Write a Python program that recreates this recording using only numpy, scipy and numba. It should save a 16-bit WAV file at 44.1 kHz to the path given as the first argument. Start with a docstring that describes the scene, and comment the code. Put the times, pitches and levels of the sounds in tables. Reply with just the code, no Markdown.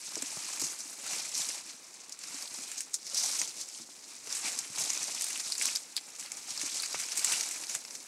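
"""In a wood, a few metres from a small camera microphone, a large animal rubs against dry palm fronds.
Stiff leaflets scrape and tick, and their ribs rasp lower: thousands of short ringing noise grains.
Single leaflets snap: a faint creak, a sharp break and a dying crackle.
Hollow stalks knock together: one dry tick, a low ring and a thud.
A faint woodland hush of filtered noise lies underneath."""
import sys
import numpy as np
from scipy import signal
from scipy.fft import rfft, irfft
from scipy.io import wavfile
from scipy.ndimage import uniform_filter1d
from numba import njit

SR = 44100
rng = np.random.default_rng(int(sys.argv[2]) if len(sys.argv) > 2 else 0)


def unload_audio(sound):
    """Save the sound as a 16-bit wav file, at the path given as the first command line argument."""
    columns = np.transpose(np.atleast_2d(sound))
    # keep every value between -1 and 1, then stretch to whole-number steps
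    steps = np.round(np.clip(columns, -1, 1) * 32767)
    wavfile.write(sys.argv[1], SR, steps.astype(np.int16))


N = 356107  # length of the scene in samples
LEAD_S = 0.008  # a snap or knock burst starts this long before its strike


def undb(db):
    """Turn a level in dB into a gain."""
    return 10 ** (np.asarray(db) / 20)


def unit(x):
    """Scale a sound to rms 1."""
    return x / np.sqrt(np.mean(x ** 2))


def along(table):
    """Join each column of a table by straight lines in time; the first column is time in s."""
    time_s, *columns = np.transpose(table)
    t = np.arange(N) / SR
    return [np.interp(t, time_s, column) for column in columns]


def walk(rate_hz, size):
    """A random level that moves to a new value rate_hz times a second; its spread is near 1."""
    hold = max(int(SR / rate_hz), 1)
    steps = np.repeat(rng.standard_normal(size // hold + 1), hold)
    return 1.12 * uniform_filter1d(steps, hold)[:size]


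def colour(x, points):
    """Filter a sound through (pitch_hz, gain_db) points, with no sound ahead of its cause."""
    pitch_hz, gain_db = np.transpose(points)
    size = 2048
    log_grid = np.log(np.arange(1, size // 2 + 2) * SR / size)
    log_gain = np.interp(log_grid, np.log(pitch_hz), gain_db) * np.log(10) / 20
    # folding the cepstrum of the log gain gives a filter that only looks back
    cepstrum = irfft(log_gain)
    cepstrum[1:size // 2] *= 2
    cepstrum[size // 2 + 1:] = 0
    response = irfft(np.exp(rfft(cepstrum)))
    return signal.fftconvolve(x, response)[:len(x)]


def low_pass(x, cutoff_hz):
    """Gently remove what lies above cutoff_hz."""
    return signal.sosfilt(signal.butter(1, cutoff_hz, fs=SR, output="sos"), x)


def band(x, centre_hz, octaves):
    """Keep a band reaching the given octaves either side of its centre, and scale it to peak 1."""
    edges = np.clip([centre_hz * 2 ** -octaves, centre_hz * 2 ** octaves], 20, 0.45 * SR)
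    y = signal.sosfilt(signal.butter(1, edges, "band", fs=SR, output="sos"), x)
    return y / np.abs(y).max()


def band_twice(x, centre_hz, octaves):
    """Apply the same band two times for steeper sides."""
    return band(band(x, centre_hz, octaves), centre_hz, octaves)


def add(out, start_s, x):
    """Mix x into out from start_s."""
    i = int(start_s * SR)
    out[i:i + len(x)] += x[:max(N - i, 0)]


# Tone of the woodland hush: (pitch_hz, gain_db)
HUSH_TONE = [(24, -69), (40, -34), (291, -5), (439, -6), (886, -8.5), (1510, -13), (1920, -10.5),
             (3430, -18.5), (5850, -8.5), (13000, -18.5)]


def hush():
    """The quiet of the wood: steady coloured noise whose level drifts a little."""
    level_db = -59.5 + 1.6 * walk(6, N)
    return undb(level_db) * unit(colour(rng.standard_normal(N), HUSH_TONE))


def burst(fall_db, strike_db, chatter_db, chatter_rate_hz, creak_db):
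    """A faint creak, a sharp strike, then noise dying by fall_db per 10 ms in uneven after-slips."""
    size = 4096
    t = np.arange(size) / SR - LEAD_S  # the strike is at 0 s
    # at least 2 dB per 10 ms; the creak swells 1.5 times as steeply as the noise dies
    fade_db = -100 * max(fall_db, 2) * np.abs(t) * np.where(t < 0, 1.5, 1)
    slips_db = fade_db + chatter_db * walk(chatter_rate_hz, size)
    strike = 1 + undb(strike_db) * np.exp(-np.abs(t) / 0.0018)
    shape = np.where(t < 0, undb(creak_db), strike)
    return rng.standard_normal(size) * undb(slips_db) * shape


# Stalks knocking together:
# (start_s, level_db, pitch_hz, fall_db per 10 ms, tick_db above the ring, thud_db above the ring)
STALK_KNOCKS = [(.122, -46, 840, 18, 6, -25), (.169, -37, 400, 8, -1, -33), (0.225, -39, 323, 11, 2, -28),
                (.371, -46.5, 200, 13.5, 13.5, -6), (.621, -36.5, 270, 7.5, 3, -11),
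                (2.587, -48, 265, 4.5, 8, -28), (3.237, -39, 806, 4, -8, -30),
                (3.413, -38, 885, 9, -11, -29), (3.48, -51, 370, 9, -4, -9), (3.8, -47.5, 270, 3.5, 2, -10),
                (3.89, -53, 280, 9, 10, -22), (4.275, -51, 420, 7, 9, -12), (4.701, -49.5, 155, 10, 2, -12),
                (4.778, -40.5, 840, 1.5, 8, -11), (6.633, -41, 275, 4, 3, -18),
                (6.945, -41, 1190, 5, 17.5, -15), (7.749, -45, 724, 8, 2, -17)]


def knocks():
    """A hollow stalk rings low after one dry, woody tick; the trunk thuds beneath."""
    out = np.zeros(N)
    t = np.arange(4096) / SR
    pulse = np.exp(-(t / 0.00017 - 2) ** 2)
    tick = band(band(pulse, 960, 1.0), 930, 1.6)
    # the hollow takes a moment to speak
    swell = 1 - np.exp(-np.maximum(t - LEAD_S, 0) / 0.0028)
    for start_s, level_db, pitch_hz, fall_db, tick_db, thud_db in STALK_KNOCKS:
        blow = swell * burst(fall_db, strike_db=3.0, chatter_db=2.5, chatter_rate_hz=150, creak_db=-30)
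        blow[int(LEAD_S * SR)] -= 10  # the blow itself sets the hollow going at once
        ring = band(band(blow, pitch_hz, 0.37), pitch_hz, 0.42)
        thud = band_twice(blow, 160, 0.38)
        add(out, start_s - LEAD_S, undb(level_db) * (ring + undb(thud_db) * thud))
        add(out, start_s, -undb(level_db + tick_db) * tick)
    return out


# Tone of the dry leaflets: (pitch_hz, gain_db)
LEAFLET_TONE = [(1530, -42.5), (2600, -16), (3260, -11), (5700, -0.5), (7950, 0), (9670, -4.5),
                (11700, -10), (15100, -26.5), (15800, -19.5)]


def leaflet_colour(x):
    """Stiff, thin leaflets pass on mostly treble."""
    return colour(x, LEAFLET_TONE)


# Loud leaflet snaps: (start_s, level_db, pitch_hz, fall_db per 10 ms,
#                      body_db of the dull body, creak_db of the creak before)
LEAFLET_SNAPS = [(0.1551, -20.5, 6260, 12, -11, -16), (0.222, -21, 7600, 12, -11, -12),
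                 (0.5964, -23, 7400, 3.5, -24, -17), (0.617, -18, 7060, 8, -18, -10),
                 (0.645, -22, 6400, 0.5, -13, 0), (0.804, -26.5, 6040, 4, -13, -10),
                 (1.065, -28, 7500, 7.5, -4, -10), (1.133, -22.5, 5900, 0, -7, -4),
                 (1.352, -24, 6060, 1, -20, 2), (1.378, -21, 7600, 7, -20, -8),
                 (1.4878, -24, 6800, 11, -19, -14), (2.095, -32, 7000, 19, -20, -18),
                 (2.123, -28.5, 6040, 10, -17, -8), (2.19, -32, 7200, 9, -20, -18),
                 (2.2386, -25.5, 5500, 14, -11, 6), (2.4238, -25.5, 5530, 11, -21, -10),
                 (2.4758, -28, 4830, 13, -21, -12), (2.7156, -26, 7400, 2.5, -11.5, -7),
                 (2.781, -26.5, 6450, 1, -21, 1), (2.806, -19, 8000, 7, -15, -18),
                 (2.9414, -16.5, 6650, 8, -19, -8), (3.029, -34, 5640, 10, -19, -12),
                 (3.067, -25.5, 5400, 3, -16, -5), (3.145, -17.5, 5900, 9, -21, -22),
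                 (3.176, -17, 5700, 0.5, -19, 1), (3.2353, -18, 6160, 0.5, -16.5, -2),
                 (3.26, -18, 5940, 11, -22, -10), (3.398, -21, 6050, 16, -17, -16),
                 (3.4158, -14, 6000, 21, -10.5, -12), (3.476, -24, 6360, 17, -17, -6),
                 (3.494, -26, 5000, 18, -16, -14), (3.612, -25, 6460, 5, -20, -10),
                 (4.272, -31, 5990, 4, -5, -14), (4.304, -27, 5280, 12, -14, -10),
                 (4.326, -18.5, 6040, 11, -23, -14), (4.35, -24.5, 7600, 1, -14, -16),
                 (4.577, -28, 6860, 14, -21, -10), (4.5891, -17, 6900, 11, -17, -7),
                 (4.783, -20, 6440, 4, -10.5, -12), (4.806, -22, 6300, 5, -20, -10),
                 (4.902, -16, 6100, 11, -12, -2), (4.9319, -23, 6790, 5.5, -15, -11),
                 (4.971, -37, 2540, 18, -6, -3), (5.148, -24, 6100, 20, -14, -12),
                 (5.21, -20, 7800, 15, -11.5, -14), (5.221, -18, 8850, 16, -15, -8),
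                 (5.242, -17, 8400, 16, -18, -14), (5.266, -25.5, 8300, 14, -8, -12),
                 (5.284, -27, 8270, 16, -14, -4), (5.304, -29, 7000, 8, -3, -6),
                 (5.3298, -23, 6500, 15, -19, -8), (5.358, -25.5, 2450, 13, -16, -22),
                 (5.376, -21.5, 8450, 19, -14, -6), (5.401, -25, 6600, 8, -8.5, -12),
                 (5.5209, -15, 4980, 13, -17.5, -16), (5.552, -24, 4810, 10, -13, -8),
                 (5.58, -21.5, 8040, 13, -16, -16), (5.597, -24, 5800, 12, -18, -8),
                 (5.613, -22, 2150, 10, -14, -18), (5.623, -20.5, 8000, 7, -11, -2),
                 (5.6555, -12, 7800, 28, -12.5, -26), (5.689, -25, 2540, 9, -13, 0),
                 (5.753, -20.5, 6540, 12, -15, -14), (5.7593, -14, 5130, 18, -19, -2),
                 (5.77, -23.5, 6500, 21, -13, -12), (5.9656, -12.5, 4620, 22, -20, -26),
                 (5.974, -18.5, 4600, 10, -12, -20), (5.979, -26.5, 3360, 12, -10, -20),
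                 (6.161, -31.5, 6230, 16, -10, -12), (6.197, -30, 7360, 3.5, -21, 0),
                 (6.226, -35, 7500, 12, -1.5, -12), (6.26, -27.5, 4570, 5, -6.5, 0),
                 (6.3184, -21, 7160, 15, -13, -20), (6.37, -29, 7050, 5, -17, -10),
                 (6.576, -17, 5000, 12, -17.5, -13), (6.59, -30, 4300, 14, -17, -4),
                 (6.614, -22, 6230, 12, -7, -13), (6.662, -24.5, 7000, 10, -11, -3),
                 (6.676, -27, 5440, 17, -4.5, -8), (6.696, -29, 5500, 13, -9, -8),
                 (6.744, -30, 7350, 12, -18, -11), (6.7998, -17, 4520, 14, -20, -5),
                 (6.822, -21.5, 9300, 18, -16, -14), (6.835, -21, 4700, 5, -9, -1),
                 (6.859, -23.5, 6300, 14, -12, -5), (6.928, -21.5, 5090, 14, -13, -5),
                 (6.9446, -24, 5080, 9, -4.5, -12), (6.998, -26.5, 7500, -1, -5.5, -2),
                 (7.014, -27, 6200, 10.5, -12, -12), (7.0367, -22.5, 5200, 10, -10, -12),
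                 (7.087, -27, 6500, 16, -6, 0), (7.1203, -20.5, 6000, 13, -9, 7),
                 (7.156, -29, 7900, 6, -7, -8), (7.175, -18, 7750, 4, -11.5, -1),
                 (7.193, -22, 7500, 14, -13, -10), (7.2454, -11.5, 7600, 6.5, -11, -18),
                 (7.322, -18, 8240, 4, -8, -12), (7.337, -24.5, 2800, 4, -7, -8),
                 (7.4087, -17, 5670, 9, -9, -13), (7.435, -19.5, 6030, 17, -11, -1),
                 (7.488, -27, 7800, 12, -22, -8), (7.5106, -23.5, 7600, 3, -11.5, -10),
                 (7.637, -24, 5100, 20, -5.5, -7), (7.695, -23, 6750, 2.5, -10, -17),
                 (7.75, -19, 7200, 9, -6.5, -7), (7.8503, -27, 5400, 20, -7.5, -12),
                 (7.9078, -27.5, 5700, 14, -12, -12), (7.952, -28.5, 6700, 8, -10, -4)]


def snaps():
    """A bent leaflet creaks, then lets go: its own ring, a broad crackle, a dull body, a brittle top."""
    out = np.zeros(N)
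    for start_s, level_db, pitch_hz, fall_db, body_db, creak_db in LEAFLET_SNAPS:
        crack = burst(fall_db, strike_db=3.5, chatter_db=2.0, chatter_rate_hz=572, creak_db=creak_db)
        # a leaflet that creaks little breaks hard
        crack[int(LEAD_S * SR)] += 1.7 * undb(-0.35 * (creak_db + 17))
        ring = band(band(crack, pitch_hz, 0.14), pitch_hz, 0.74)
        crackle = band(leaflet_colour(crack), 6800, 0.78)
        body = band_twice(crack, 2410, 0.81)
        brittle = band_twice(crack, 10950, 0.35)
        snap = 0.71 * ring + 0.57 * crackle + undb(body_db) * body + undb(-21) * brittle
        add(out, start_s - LEAD_S, undb(level_db) * snap)
    return out


@njit
def grains(at, size, hz, sharp, t60_s, noise):
    """Each grain is a dying burst of noise through its own resonance."""
    out = np.zeros(len(noise))
    for j in range(len(at)):
        tuning = np.tan(np.pi * hz[j] / SR)
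        damping = 1 / sharp
        fall = np.exp(-np.log(1000) / (t60_s[j] * SR))
        band_state, low_state, force = 0., 0., size[j]
        # stop once the noise has fallen by 36 dB
        stop = min(len(out), at[j] + int(t60_s[j] * SR * .6))
        for i in range(at[j], stop):
            push = force * noise[i - j] - low_state
            ring = (band_state + tuning * push) / (1 + tuning * (tuning + damping))
            band_state = 2 * ring - band_state
            low_state += 2 * tuning * ring
            force *= fall
            out[i] += ring * np.sqrt(damping / tuning)
    return out


def scrape(low_hz, high_hz, sharp, base_t60_s, spread_db, grip, count):
    """Slips between surfaces: many small, a few large, stronger or weaker as the grip changes."""
    when, big, pitch, length = rng.random((count, 4)).T
    at = (when * N).astype(np.int64)
    size = undb(-spread_db * np.log(1 - 0.995 * big)) * grip[at]
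    hz = low_hz + (high_hz - low_hz) * pitch
    t60_s = base_t60_s * (1.34 + 1.83 * length)
    return grains(at, size, hz, sharp, t60_s, rng.standard_normal(N))


# Edge ticks grow stronger as drier leaflets join in: (start_s, level_db against the leaflet scrape)
EDGE_TICKS = [(.8, -11.5), (4.6, -9)]


def leaflets(grip, treble_db):
    """Leaflets scrape in dense grains; their brittle edges add sparse, very short ticks."""
    leaf = unit(leaflet_colour(scrape(2590.0, 14400.0, 2.54, 0.014, 2.42, grip, count=20000)))
    ticks = unit(leaflet_colour(scrape(4400.0, 15800.0, 2.1, 0.004, 3.9, grip, count=3000)))
    dull = low_pass(leaf, 10000)
    tick_db, = along(EDGE_TICKS)
    return dull + undb(treble_db) * (leaf - dull) + undb(tick_db) * ticks


# Tone of the leaflet ribs: (pitch_hz, gain_db)
RIB_TONE = [(35, -59), (60, -34), (265, -7.5), (348, -5), (398, -10.5), (895, -4), (1560, -4.5),
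            (2430, -2.5), (3070, -5), (3400, -6.5), (4420, -2.5), (7480, -120)]


def ribs(grip, rib_db):
    """Ribs rasp lower; the heavy stalks answer a hard stroke less than the light ribs do."""
    rib = unit(colour(scrape(63.0, 3640.0, 2.26, 0.029, 3.25, grip, count=16000), RIB_TONE))
    stalk = low_pass(rib, 700)
    return rib - stalk + undb(-0.3 * (rib_db + 45.5)) * stalk


# Strokes of the flank along the fronds:
# (start_s of full pressure, held_s, first_db of the leaflets on arrival, last_db on leaving)
FLANK_STROKES = [(0.0, 0.455, -42.5, -39), (0.48, 0.23, -39.5, -43.5), (1.1, 0.21, -35, -40.5),
                 (1.345, 0.07, -38, -33.5), (1.41, 0.14, -37, -38.5), (1.69, 0.048, -43, -46.5),
                 (2.25, 0.18, -43.5, -42), (2.55, .24, -43, -44.5), (3.15, 0.26, -37, -33),
                 (3.59, .02, -40.5, -42), (3.68, 0.13, -45.5, -44.5), (4.11, .04, -45, -45),
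                 (4.33, .08, -38, -40), (4.435, 0.04, -37.5, -32), (4.49, 0.032, -34, -35.5),
                 (4.55, 0.24, -39.5, -46.5), (4.8, .32, -35, -38), (5.18, 0.21, -38, -39),
                 (5.45, 0.089, -38, -40.5), (5.61, 0.074, -35.5, -33.5), (5.73, 0.032, -37, -40),
                 (6.21, 0.035, -45, -46), (6.32, 0.11, -46, -45), (6.51, 0.27, -38.5, -35.5),
                 (6.83, .33, -40, -39.5), (7.2, 0.14, -38, -30.5), (7.37, 0.13, -34.5, -40),
                 (7.54, 0.1, -41.5, -44), (7.71, 0.047, -40, -43.5), (7.93, .04, -46.5, -47.5)]


def stroke_level_db():
    """Each stroke bites, drags and eases off; the strongest at any moment sets the rustle."""
    press_db_per_s, ease_db_per_s, rest_db = 110, 117, -50.5
    t = np.arange(N) / SR
    out = np.full(N, rest_db)
    for start_s, held_s, first_db, last_db in FLANK_STROKES:
        end_s = start_s + held_s
        drag = np.interp(t, [start_s, end_s], [first_db, last_db])
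        bite = press_db_per_s * np.maximum(start_s - t, 0)
        ease = ease_db_per_s * np.maximum(t - end_s, 0)
        out = np.maximum(out, drag - bite - ease)
    return out


# Changing colour of the rustle: (start_s, rib_db above the leaflets, treble_db of the leaflets' top)
RUSTLE_COLOUR = [(0, -13.5, -1), (.45, -9.5, 1), (.9, -5, 12), (1.1, -10.5, -2), (1.45, -11.5, 2),
                 (2.1, -10, -10), (2.55, -9.5, 7), (3.0, -13.5, -11), (3.3, -13, 1), (3.9, -16, -5.5),
                 (4.45, -9, 0), (5.2, -12.5, -1), (5.62, -13, 2), (6.25, -7.5, 4.5), (6.65, -15, -6),
                 (7.3, -7.5, 2), (7.6, -10, 4), (8.07, -10.5, 6.5)]


def rustle():
    """The flank drags leaflets and ribs with one changing grip; some strokes brighten the leaflets."""
    leaf_db = stroke_level_db()
    rib_above_leaf_db, treble_db = along(RUSTLE_COLOUR)
    rib_db = leaf_db + rib_above_leaf_db
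    grip = undb(0.13 * walk(11, N) + 1.2 * walk(110, N))
    return undb(leaf_db) * leaflets(grip, treble_db) + undb(rib_db) * ribs(grip, rib_db)


def scene():
    """The hush of the wood, knocking stalks, snapping leaflets and the rubbed fronds together."""
    return (hush() + knocks() + snaps() + rustle())[None]


# Tone of the small microphone: (pitch_hz, gain_db)
MIC_TONE = [(30, 19), (70, -2), (130, 0), (1900, -1.5), (2400, 2.5), (3200, -1), (4200, 1), (12000, -3),
            (15800, -8.5)]


def record(dry):
    """The small microphone colours the sound; the recorder cuts the top above 15750 Hz."""
    heard = colour(dry[0], MIC_TONE)[None]
    top_cut = signal.ellip(10, 0.2, 70, 15750, fs=SR, output="sos")
    return signal.sosfilt(top_cut, heard)


dry = scene()
out = record(dry)
unload_audio(out)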